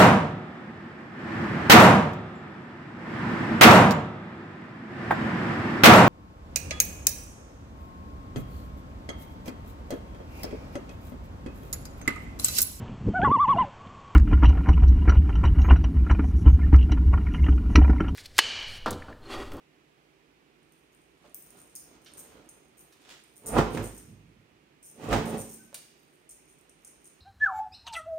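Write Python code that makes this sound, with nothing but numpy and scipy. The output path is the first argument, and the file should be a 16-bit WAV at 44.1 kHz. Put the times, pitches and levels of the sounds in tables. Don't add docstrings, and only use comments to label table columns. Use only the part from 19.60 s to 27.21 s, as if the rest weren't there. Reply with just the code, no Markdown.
import sys
import numpy as np
from scipy import signal
from scipy.fft import rfft, irfft, next_fast_len
from scipy.io import wavfile
from scipy.ndimage import uniform_filter1d

SR = 44100
rng = np.random.default_rng(int(sys.argv[2]) if len(sys.argv) > 2 else 0)


def to_wav(s):
    ch = np.atleast_2d(s).T
    pcm = np.round(np.clip(ch, -1, 1) * 32767)
    wavfile.write(sys.argv[1], SR, pcm.astype(np.int16))


N = 335452
TIME = np.arange(N) / SR

# peak_s, whump_db, fall_db_per_s, hiss_re_whump_db, lift_db, billow_db, billow_low_hz, bracelet_db
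SHEET_SHAKES = [(3.987, -15, 310, -19.5, -45.5, -29.5, 34.94, -46.5),
                (5.536, -20, 166.5, -13.5, -39, -30, 100, -43)]
# freq_hz, density_db
AIR_SPECTRUM = [(26, -70.5), (39, -26), (50, 0.5), (75, -4.5), (112, 1), (200, -1.5), (310, -2.5),
                (440, -3.5), (620, -7), (850, -6), (1300, -9.5), (2200, -10), (5000, -13)]
# freq_hz, density_db
WEAVE_SPECTRUM = [(300, -8), (1200, -1.5), (2500, 1), (4500, -6.5), (7500, -8), (11000, -20), (16000, -16)]


def sheet_shakes():
    # peak_s, level_db, rise_db_per_s, fall_db_per_s, low_hz, top_hz, hiss_re_level_db
    moves = [(4.53, -52.5, 48, 48, 65, 216, -32.5)]
    for s, db, fall, hiss_db, lift_db, billow_db, billow_low_hz, _ in SHEET_SHAKES:
        lift = (s - .095, lift_db, 260, 169.5, 140, 740, -9.5)
        whump = (s, db, 317, fall, 34, 1000, hiss_db)
        billow = (s + .21, billow_db, 148, 209, billow_low_hz, 680, -18)
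        moves += [lift, whump, billow]
    air = ripples(AIR_SPECTRUM, per_s=220, lumpy_db=2)
    push, hiss_power = np.zeros((2, N)), np.zeros(N)
    for s, db, rise, fall, low_hz, top_hz, hiss_db in moves:
        gain = swell(s, db, rise, fall)
        band = signal.butter(2, [low_hz, top_hz], "band", fs=SR, output="sos")
        push += gain * unit(signal.sosfilt(band, air))
        hiss_power += (gain * amp(hiss_db)) ** 2
    return push + np.sqrt(hiss_power) * ripples(WEAVE_SPECTRUM, per_s=440, lumpy_db=.5)


# time_s, peak_db, width_ms, fizz_re_peak_db
HEM_CRACKS = [(3.968, -8.5, 0.23, -43), (3.984, -10, 0.4, -14), (3.9924, -9, .6, -32),
              (4.149, -21, .55, -15), (4.174, -20.5, .11, -10.5), (5.529, -12.5, 0.13, -11.5)]


def hem_cracks(count=3, gap_s=.0075, step_db=-5, fizz_step_db=-9, widening=1.3):
    t, pulses, fizz = TIME[:4096], np.zeros(N), np.zeros(N)
    rebound_gaps = gap_s * (.5 + rng.random((len(HEM_CRACKS), count)))
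    for (s, db, width_ms, fizz_db), gaps in zip(HEM_CRACKS, rebound_gaps):
        for k, gap in enumerate(gaps):
            u = (t - t.mean()) * 1000 / (width_ms * widening ** k)
            peak = amp(db + k * step_db)
            add(pulses, s - t.mean(), peak * u * np.exp(.5 - .5 * u ** 2))
            add(fizz, s, peak * amp(fizz_db + k * fizz_step_db) * np.exp(-t / .0034))
            s += gap
    return pulses + fizz * ripples(WEAVE_SPECTRUM, per_s=1500, lumpy_db=2)


# peak_s, rub_db, ramp_s, swish_re_rub_db
HAND_STROKES = [(1.66, -60, .11, -5.5), (1.97, -58, .22, -5.5), (2.34, -56.5, .29, -12.5),
                (2.59, -56.5, .22, -7.5), (2.76, -53, .33, -12.5), (3.25, -66, .38, -7),
                (3.512, -57.5, .13, 7), (7.25, -70.5, 1.5, -7)]
# freq_hz, density_db
RUB_SPECTRUM = [(25, -40.5), (50, 1), (90, -4.5), (170, -0.5), (330, 3.5), (600, -4.5), (1200, -10),
                (2500, -21), (8000, -43)]
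# freq_hz, density_db
SWISH_SPECTRUM = [(200, -17.5), (700, -0.5), (1600, -1), (3000, 1.5), (5000, -4), (8000, -6.5),
                  (11000, -18), (16000, -18.5)]


def cloth_handling(ramp_db=18.5):
    rub_power, swish_power = np.zeros((2, N))
    for s, db, ramp_s, swish_db in HAND_STROKES:
        slope = ramp_db / ramp_s
        power = swell(s, db, slope, slope) ** 2
        rub_power += power
        swish_power += power * amp(swish_db) ** 2
    rub = np.sqrt(rub_power) * ripples(RUB_SPECTRUM, per_s=70, lumpy_db=3)
    swish = np.sqrt(swish_power) * ripples(SWISH_SPECTRUM, per_s=330, lumpy_db=4.5)
    return rub + swish


# start_s, level_db, decay_s, centre_hz, width_octaves
FOLD_FLICKS = [(1.641, -52.5, 0.02, 590, 0.83), (2.460, -51.5, 0.013, 1570, 0.21),
               (2.461, -47.5, 0.017, 3400, 0.68), (3.324, -53.5, .01, 2700, 1.46),
               (6.129, -42.5, 0.004, 420, 0.24), (6.1447, -33, 0.0053, 4020, 1.8)]


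def fold_flicks():
    t, out = TIME[:8192], np.zeros(N)
    hz = np.fft.rfftfreq(len(t), 1 / SR) + 1
    for s, db, decay_s, centre_hz, octaves in FOLD_FLICKS:
        band = np.exp(-.5 * (np.log2(hz / centre_hz) / octaves) ** 2)
        noise = unit(irfft(rfft(rng.standard_normal(len(t))) * band))
        add(out, s, amp(db) * noise * np.exp(-t / decay_s))
    return out


def squeak(start_s=5.97, length_s=.081, pitch_hz=1530, level_db=-59):
    size, out = int(length_s * SR), np.zeros(N)
    tone = wavering_tone(size, pitch_hz, depth=.016, smooth_samples=150)
    add(out, start_s, amp(level_db) * np.hanning(size) * tone)
    return out


# freq_hz, level_db, t60_s
LINK_MODES = [(5600, -10, 0.0035), (6580, -9, 0.0094), (8700, -1.5, 0.0075), (9133, -3.5, 0.015),
              (12330, -5.5, 0.0077), (13400, -13, .011), (14400, -8, 0.0091), (15400, -16.5, 0.013)]


def bracelet(detune=.02, spread_db=4.5, upper_hz=11000, stray_upper_db=-2):
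    hz, db, t60 = np.transpose(LINK_MODES)[:, :, None]
    t = TIME[:1024]
    strength, tuning, phase = rng.standard_normal((3, 40, 2, len(LINK_MODES), 1))
    envelopes = amp(db + spread_db * strength - 60 * t / t60)
    rings = envelopes * np.sin(2 * np.pi * hz * (1 + detune * tuning[:, :1]) * t + np.pi * phase)
    lower = (rings * (hz <= upper_hz)).sum(2)
    upper = (rings * (hz > upper_hz)).sum(2)
    knocks = jingles(lower, upper) + stray_ticks(lower + amp(stray_upper_db) * upper)
    return signal.lfilter(*signal.butter(4, 5000, "high", fs=SR), knocks)


def wrist_swings(count=4, period_s=.119, length_s=.055, arch_db=-5.5, upper_db=-1.5):
    return [(s + k * period_s, db + arch_db * (k - 2) ** 2, length_s, upper_db)
            for s, *_, db in SHEET_SHAKES for k in range(1, count + 1)]


# start_s, level_db, length_s, upper_modes_db
LINK_JINGLES = [(1.745, -40, 0.0021, 8), (1.971, -58, 0.036, -1), (2.153, -44, 0.0069, -1),
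                (2.160, -42.5, 0.0089, -2), (2.572, -47, 0.037, -1), (2.89, -49.5, 0.0055, -3),
                (3.174, -56.5, 0.042, 1), (3.861, -37, .032, -3.5), (5.223, -53, 0.091, -4.5),
                (6.144, -41.5, 0.0048, -9), (6.692, -50, .035, -8), (6.878, -63.5, 0.056, -8),
                (7.095, -57.5, 0.0047, -10), (7.248, -50, 0.0068, -10), (7.272, -51.5, 0.011, -9.5),
                (7.444, -55, 0.035, -9)]


def jingles(lower, upper, knocks_per_s=550, uneven_db=1.5, first_db=11, soften_db_per_s=240):
    rows, out = LINK_JINGLES + wrist_swings(), np.zeros((2, N))
    for (s, db, length_s, upper_db), draws in zip(rows, rng.random((len(rows), 100, 3))):
        knocks = lower + amp(upper_db) * upper
        cluster = np.zeros((2, SR // 4))
        opening_db = first_db - soften_db_per_s * length_s
        for k, (when, size, link) in enumerate(draws[:3 + int(knocks_per_s * length_s)]):
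            force = knock_force(size, uneven_db) if k else amp(opening_db)
            add(cluster, when * length_s if k else 0, force * knocks[int(link * len(knocks))])
        duty = (length_s + .01) * SR / cluster.shape[1]
        add(out, s, amp(db) * unit(cluster) * np.sqrt(duty))
    return out


# time_s, level_db
TICK_ENVELOPE = [(.95, -99), (1.1, -71.5), (1.55, -80.5), (1.9, -62.5), (2.36, -76), (2.54, -55),
                 (2.72, -79), (3.55, -74), (3.83, -58), (4.65, -89.5), (5.1, -91.5), (5.45, -57.5),
                 (6.1, -74.5), (7.6, -72)]


def stray_ticks(knocks, ticks_per_s=130, uneven_db=6):
    out = np.zeros((2, N))
    for when, size, link in rng.random((int(ticks_per_s * N / SR), 3)):
        add(out, when * N / SR, knock_force(size, uneven_db) * knocks[int(link * len(knocks))])
    return unit(out) * amp(np.interp(TIME, *np.transpose(TICK_ENVELOPE)))


# freq_hz, gain_db, t60_s
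STANDING_WAVES = [(51, -61, 0.6), (103, -60, .35), (156.8, -61, .6), (224.3, -64, .6), (405, -61, 0.28),
                  (538, -63, 0.3)]


def room_boom(x):
    t = TIME[:SR]
    ring = sum(amp(db - 60 * t / t60) * np.cos(2 * np.pi * hz * t) for hz, db, t60 in STANDING_WAVES)
    return x + signal.fftconvolve(x, ring[None], axes=1)[:, :N]


# freq_hz, t60_s
ROOM_DECAY = [(60, 0.1), (200, 1.22), (500, 0.4855), (2000, 0.72), (5000, 0.88), (9000, 0.42),
              (15000, 0.49)]
# freq_hz, gain_db
REFLECTION_EQ = [(80, -10.5), (250, -4.5), (700, 2)]


def room(x, tail_db, early_db, early_per_s=1500, early_decay_s=.022):
    t = TIME[:SR]
    noise = diffuse(rng.standard_normal((2, SR))) * (t > .004)
    hz, frame_s, bands = signal.stft(noise, SR, nperseg=256)
    decay = amp(-60 * frame_s / lookup(ROOM_DECAY, hz)[:, None])
    tail = signal.istft(bands * decay, SR, nperseg=256)[1][:, :SR]
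    taps = rng.standard_normal((2, SR)) * (rng.random(SR) < early_per_s / SR)
    early = diffuse(taps) * (t > .001) * np.exp(-t / early_decay_s)
    reflections = amp(tail_db) * unit(tail) + amp(early_db) * unit(early)
    response = colour(reflections, REFLECTION_EQ)[:, :SR] / np.sqrt(SR)
    response[:, 0] += 1
    return signal.fftconvolve(np.atleast_2d(x), unit(response) / np.sqrt(SR), axes=1)[:, :N]


# freq_hz, density_db
HUSH_SPECTRUM = [(22, -44.5), (36, -17.5), (50, -1.5), (72, -9.5), (112, -13.5), (145, -2), (190, -7.5),
                 (300, -1), (390, -0.5), (520, -9), (1550, -14), (2450, -11.5), (4500, -22.5),
                 (15000, -35.5)]


def room_tone(hush_db=-60.9, hum_db=-76.4, hum_hz=149, left_db=-5.4, left_lag_s=.00038):
    hush = unit(colour(diffuse(rng.standard_normal((2, N)), share=.79), HUSH_SPECTRUM))
    hum = unit(wavering_tone(N, hum_hz, depth=.012, smooth_samples=3000))
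    left, right = amp(hush_db) * hush + amp(hum_db) * hum
    return np.array([amp(left_db) * np.roll(left, round(left_lag_s * SR)), right])


# freq_hz, coherence_ratio
STEREO_COHERENCE = [(40, 1), (130, .993), (290, .95), (640, .72), (1400, .3), (3100, .25), (7000, .05)]


def diffuse(noises, share=1):
    a, b = rfft(noises)
    hz = np.fft.rfftfreq(noises.shape[1], 1 / SR)
    same = np.clip(share * lookup(STEREO_COHERENCE, hz), 0, 1)
    return irfft(np.array([a, same * a + np.sqrt(1 - same ** 2) * b]), noises.shape[1])


def ripples(spectrum, per_s, lumpy_db):
    knots = rng.standard_normal(N // 20)
    lumps = np.interp(TIME * per_s, np.arange(len(knots)), np.clip(knots, -2, 2))
    noise = diffuse(rng.standard_normal((2, next_fast_len(N))))[:, :N]
    return unit(colour(noise * amp(lumpy_db * lumps), spectrum))


def swell(peak_s, peak_db, rise_db_per_s, fall_db_per_s):
    return amp(peak_db - np.maximum((peak_s - TIME) * rise_db_per_s, (TIME - peak_s) * fall_db_per_s))


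def wavering_tone(size, pitch_hz, depth, smooth_samples):
    drift = unit(uniform_filter1d(rng.standard_normal(size), smooth_samples))
    return np.sin(2 * np.pi * np.cumsum(pitch_hz * (1 + depth * drift)) / SR)


def knock_force(draw, uneven_db):
    return amp(uneven_db * min(-np.log(1 - draw), 3))


def colour(x, spectrum):
    size = next_fast_len(N + SR // 4)
    gain = amp(lookup(spectrum, np.fft.rfftfreq(size, 1 / SR)))
    return irfft(rfft(x, size) * gain, size)[..., :N]


def lookup(table, hz):
    freq_hz, value = np.transpose(table)
    return np.interp(np.log(hz + 1), np.log(freq_hz + 1), value)


def add(mix, start_s, sound):
    part = mix[..., round(start_s * SR):][..., :sound.shape[-1]]
    part += sound[..., :part.shape[-1]]


def amp(db):
    return 10 ** (np.asarray(db) / 20)


def unit(x):
    return x / np.sqrt(np.mean(x ** 2, axis=-1, keepdims=True) + 1e-20)


# freq_hz, left_minus_right_db
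STEREO_BALANCE = [(60, -4.7), (200, -4.6), (600, -3.4), (1300, -4.4), (4400, -3.5), (8000, 0), (15000, 1)]


def scene():
    mix = room(room_boom(sheet_shakes()), tail_db=-9, early_db=-7)
    mix += room(room_boom(hem_cracks()), tail_db=-7.5, early_db=-5.5)
    mix += room(cloth_handling(), tail_db=-8, early_db=-5.5)
    mix += room(fold_flicks() + squeak(), tail_db=-3, early_db=-2.5)
    mix += amp(1.5) * room(bracelet(), tail_db=-2, early_db=-12)
    left = colour(mix[0], [(hz, db / 2) for hz, db in STEREO_BALANCE])
    right = colour(mix[1], [(hz, -db / 2) for hz, db in STEREO_BALANCE])
    return np.array([left, right]) + room_tone()


def record(dry):
    lowpass = signal.firwin(401, 15800, window=("kaiser", 9), fs=SR)
    return signal.oaconvolve(dry, lowpass[None], "same")


dry = scene()
out = record(dry)
to_wav(out)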